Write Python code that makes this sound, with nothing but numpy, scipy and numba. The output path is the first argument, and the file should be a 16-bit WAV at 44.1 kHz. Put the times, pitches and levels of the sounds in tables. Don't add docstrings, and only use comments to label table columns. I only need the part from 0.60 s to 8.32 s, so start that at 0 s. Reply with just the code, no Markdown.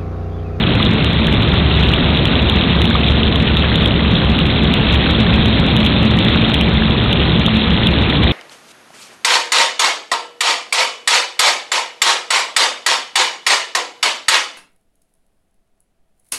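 import sys
import numpy as np
from scipy import signal
from scipy.fft import rfft, irfft
from scipy.io import wavfile
from scipy.ndimage import uniform_filter1d
from numba import njit

SR = 44100
rng = np.random.default_rng(int(sys.argv[2]) if len(sys.argv) > 2 else 0)


def level_to_linear(level):
    exponent = np.asarray(level, float) / 20
    return 10 ** exponent


def persist_wave(psi):
    counts = np.round(np.clip(psi, -1, 1) * 32767).astype(np.int16)
    wavfile.write(sys.argv[1], SR, np.atleast_2d(counts).T)


N = 340452

# time_s, level_db
SPRAY_FLOW = [
    (0.0, -22),
    (0.64, -22.5),
    (1.24, -21),
    (4.0, -22.5),
    (4.28, -18.5),
    (4.86, -22),
    (5.78, -20),
    (5.98, -21.5),
    (7.72, -21.5),
]
# freq_hz, level_db (per Hz)
HISS_COLOUR = [(1000, -25), (1700, -8), (2100, -7.5), (2600, -3.5), (3050, -3.5), (3350, -0.5), (3600, -1),
               (4200, 3), (6000, 0)]
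# freq_hz, level_db (per Hz)
PATTER_COLOUR = [(400, -6.5), (650, -6.5), (1000, -2), (1500, -1), (2000, -4.5), (2600, -9), (3500, -30.5)]
# peak_s, peak_db, pitch_hz, loud_part_cycles
NEAR_DROPS = [(0.2286, 0.8, 3450, 4.5), (0.67, -1.5, 3100, 2.1), (0.727, -0.5, 3030, 1.6),
              (1.3383, 0.5, 2750, 3.2), (1.5718, -2, 3190, 2.3), (1.6552, 1, 3030, 2.5),
              (1.7555, 0, 3280, 2.7), (1.8984, 1.5, 3370, 5.0), (2.2186, -0.5, 3080, 2.2),
              (2.4342, -4.5, 2820, 2.2), (2.4828, -7.5, 3510, 5.5), (2.6328, -2, 3040, 4.2),
              (2.9702, 2, 3400, 3.2), (3.1575, 0.5, 3430, 4.1), (3.2598, 0, 3230, 6.5),
              (3.5561, -2.5, 3500, 7.0), (3.79, -1, 2870, 2.7), (4.1397, 2, 3140, 2),
              (4.6667, -10, 3270, 6.4), (5.1663, 0, 3170, 2.6), (5.2042, 0, 3180, 1.9),
              (5.2507, 2.5, 3350, 2.2), (5.264, -1.5, 3220, 5.6), (5.943, 5.2, 3000, 1.7),
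              (6.0117, 0.5, 2750, 2.9), (6.5294, 0.5, 2950, 2.9), (6.8639, 0.5, 3230, 4.9),
              (7.2348, -3, 3100, 2.8), (7.2713, 1.5, 3340, 7.2), (7.5009, -6.5, 3500, 4.9)]
# peak_s, peak_db, pitch_hz, loud_part_cycles
LOW_PLINKS = [(0.2041, -13.5, 1185, 7.1), (0.6832, -8.5, 1600, 2.1), (0.936, -15, 1303, 3.5),
              (1.4266, -13, 1500, 2.2), (2.0641, -17, 1610, 2.2), (2.3114, -12.5, 1590, 3.8),
              (2.354, -6, 1130, 4.4), (3.0429, -9, 1475, 1.9), (3.1183, -10, 1820, 3.8),
              (3.3947, -14, 1940, 7.3), (3.6193, -12, 1410, 1.7), (4.4656, -12.5, 1464, 4.6),
              (4.4923, -9, 1330, 1.9), (4.6677, -16, 1730, 6.7), (5.5377, -14, 1620, 2.5),
              (5.7594, -7.5, 1324, 1.5), (6.2225, -8, 1586, 3), (6.461, -10.5, 1260, 2.4),
              (6.8825, -6.5, 1124, 1.5), (7.5266, -10.5, 1820, 4.5), (7.6699, -9, 1900, 3.2)]
# pitch_hz, mean_level_db, load_share (of the load's swing)
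PUMP_PARTIALS = [(69.86, -21.5, -0.22), (113.8, -26, 0.26), (172.2, -25.5, 0.16), (217, -25.5, 0.91)]
# time_s, level_db
PUMP_LOAD = [(0, 4.5), (.6, 2), (1.0, -4.5), (1.6, -8), (2.6, -0.5), (3.9, 0.5), (4.4, -6.5), (4.7, 5),
             (6.0, 4), (6.9, 6), (7.3, -1), (7.72, -11)]
# pitch_hz, width_hz, level_db
WHINE_TONES = [(156.0, 7.0, -26), (1191, 3.0, -45), (1950, 4.0, -44)]
# time_s, level_db
TRAFFIC_SWELL = [(0.0, -22), (0.23, -21.5), (0.56, -22.5), (0.73, -22), (1.78, -21), (2.49, -22.5),
                 (2.79, -22), (3.07, -22), (3.46, -22), (3.67, -22.5), (4.43, -21.5), (4.75, -21.5),
                 (5.65, -21), (5.83, -22), (6.26, -22.5), (6.66, -21.5), (6.94, -24), (7.72, -20)]
# freq_hz, level_db (per Hz)
RUMBLE_COLOUR = [(20, -24), (40, -8.5), (70, -3), (120, -3.5), (220, -4), (320, -8.5), (500, -14),
                 (800, -19.5), (1500, -27.5)]
# freq_hz, gain_db
BAND_EDGE = [(10, 1), (3650, -1), (3880, -5.5), (4090, -13), (4300, -23.5), (4500, -35.5), (4650, -62.5),
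             (5000, -95)]

PATTER_DB, PATTER_FOLLOWS = -25, 0.68
SPLAT_PER_S, SPLAT_DB, SPLAT_SPREAD_DB = 200, -7, 4.5
STRAY_PER_S, STRAY_DB, STRAY_SPREAD_DB = 18, -8, 2
STRAY_HZ, STRAY_SPREAD_HZ = 3230, 280
STRAY_CYCLES, STRAY_LONGER = 1.9, 0.9
THROB_DB, THROB_PER_S = 4.5, 5.26
RUMBLE_DB = 6.5
CONVERTER_TOP = 0.745
KNEE, KNEE_BEND = 0.64, 0.2
OVERLOAD = 0.7


def spray():
    flow_db = over_time(SPRAY_FLOW)
    patter_db = PATTER_DB + PATTER_FOLLOWS * (flow_db - flow_db.mean()) + 0.58 * drift(1.5)
    gusts_db = 0.44 * drift(2) + 2.3 * drift(32)
    far = level_to_linear(-6) * colour(rng.standard_normal(N) * level_to_linear(gusts_db), HISS_COLOUR)
    grains = level_to_linear(-8) * colour(shower(800, 1800, 4600, 3.2, spread_db=4.5), HISS_COLOUR)
    bright = far + grains + level_to_linear(SPLAT_DB) * splats()
    patter_wash = level_to_linear(-1.5) * colour(rng.standard_normal(N), PATTER_COLOUR)
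    patter_drops = level_to_linear(-6.0) * colour(shower(250, 584, 2400, 2.873, spread_db=5.0), PATTER_COLOUR)
    return level_to_linear(flow_db + 9) * bright + level_to_linear(patter_db - 2.23) * (patter_wash + patter_drops)


def splats():
    ticks = shower(SPLAT_PER_S, 3600, 5200, 1.3, spread_db=SPLAT_SPREAD_DB, count=4000)
    return colour(ticks, HISS_COLOUR)


def shower(per_s, low_hz, high_hz, cycles, spread_db, count=30000):
    when, size, pitch, length, climb = rng.random((count, 5)).T
    peak_s = np.cumsum(-np.log(1 - when)) / per_s
    fall = peak_s < N / SR
    hz = low_hz * (high_hz / low_hz) ** pitch
    db = spread_db * np.minimum(-np.log(1 - size), 2.8) + 10 * np.log10(hz / low_hz)
    ring_cycles = cycles * (0.35 + 1.2 * length[fall])
    return rms_one(bubbles(peak_s[fall], db[fall], hz[fall], ring_cycles, 0.069 * climb[fall]))


def near_drops(table, boost_db, rise):
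    peak_s, db, hz, cycles = np.transpose(table)
    return bubbles(peak_s, db + boost_db, hz, cycles, np.full(len(peak_s), rise))


def stray_drops(count=400):
    gap, length = rng.exponential(1, (count, 2)).T
    size, pitch = rng.standard_normal((count, 2)).T
    peak_s = np.cumsum(gap) / STRAY_PER_S
    db = STRAY_DB + STRAY_SPREAD_DB * np.clip(size, -3, 1.5)
    hz = STRAY_HZ + STRAY_SPREAD_HZ * pitch + 60 * (length - 1)
    cycles = STRAY_CYCLES + STRAY_LONGER * length
    rows = np.c_[peak_s, db, hz, cycles]
    return near_drops(rows[peak_s < N / SR], 0, 0.066)


def bubbles(peak_s, db, hz, cycles, rise):
    out = np.zeros(N)
    swell = np.clip(0.7 * cycles, 0.5, 12)
    start = np.maximum((peak_s - swell / hz) * SR, 0).astype(np.int64)
    ring(out, start, level_to_linear(db), hz / SR, swell, rise / swell)
    return out


@njit
def ring(out, start, height, step, swell, rise):
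    for k in range(len(start)):
        for i in range(min(int(6 * swell[k] / step[k]), len(out) - start[k])):
            turn = i * step[k]
            shape = (turn / swell[k] * np.exp(1 - turn / swell[k])) ** 2
            bent_turn = turn * (1 + rise[k] * (turn - 2 * swell[k]))
            out[start[k] + i] += height[k] * shape * np.sin(2 * np.pi * bent_turn)


def pump():
    out = np.zeros(N)
    load_db = over_time(PUMP_LOAD)
    for hz, db, load_share in PUMP_PARTIALS:
        phase = 2 * np.pi * np.cumsum(hz + 1.7 * drift(5.07)) / SR
        throb_db = -THROB_DB * drift(THROB_PER_S) ** 2 + 1.83 * drift(13.2)
        level_db = db + 3 + load_share * load_db + throb_db
        out += np.sqrt(2) * level_to_linear(level_db) * np.sin(phase)
    return out


def whines():
    out = np.zeros(N)
    for hz, width_hz, db in WHINE_TONES:
        r = np.exp(-np.pi * width_hz / SR)
        poles = [1, -2 * r * np.cos(2 * np.pi * hz / SR), r * r]
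        out += level_to_linear(db) * rms_one(signal.lfilter([1, 0, -1], poles, rng.standard_normal(N)))
    return out


def traffic():
    return level_to_linear(over_time(TRAFFIC_SWELL) + RUMBLE_DB) * colour(rng.standard_normal(N), RUMBLE_COLOUR)


def over_time(rows):
    s, db = np.transpose(rows)
    return np.interp(np.arange(N) / SR, s, db)


def drift(rate_hz):
    r = np.exp(-80 * np.pi * rate_hz / SR)
    noise = rng.standard_normal(N // 40 + 2002)
    slow = signal.lfilter([1], [1, -2 * r, r * r], noise)[2000:]
    return np.interp(np.arange(N) / 40, np.arange(len(slow)), rms_one(slow))


def rms_one(x):
    return x / np.sqrt(np.mean(x ** 2) + 1e-20)


def colour(x, spectrum):
    return rms_one(shaped(x, spectrum))


def shaped(x, spectrum):
    hz, db = np.transpose(spectrum)
    grid_hz = np.fft.rfftfreq(N, 1 / SR) + 1
    gain_db = np.interp(np.log(grid_hz), np.log(hz), db, left=-90, right=-120)
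    return irfft(rfft(x) * level_to_linear(gain_db), N)


def gain_control(x, window_s, share):
    window = int(window_s * SR)
    power = uniform_filter1d(uniform_filter1d(x ** 2, window), window)
    return x * (np.mean(power) / power) ** (share / 2)


def scene():
    drops = near_drops(NEAR_DROPS, -0.72, 0.057) + near_drops(LOW_PLINKS, -0.65, 0.052) + stray_drops()
    drone = traffic() + pump() + whines()
    return (spray() + drops + drone)[None]


def band_limit(x):
    return signal.sosfilt(signal.butter(12, 15900, fs=SR, output="sos"), x)


def record(dry):
    levelled = gain_control(dry, window_s=0.056, share=0.18)
    saturated = np.clip(levelled, -CONVERTER_TOP, CONVERTER_TOP)
    narrow = shaped(saturated, BAND_EDGE)
    excess = np.maximum(np.abs(narrow) - KNEE, 0)
    bent = narrow - np.sign(narrow) * KNEE_BEND * excess ** 2 / KNEE
    return band_limit(np.clip(bent, -OVERLOAD, OVERLOAD))


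dry = scene()
out = record(dry)
persist_wave(out)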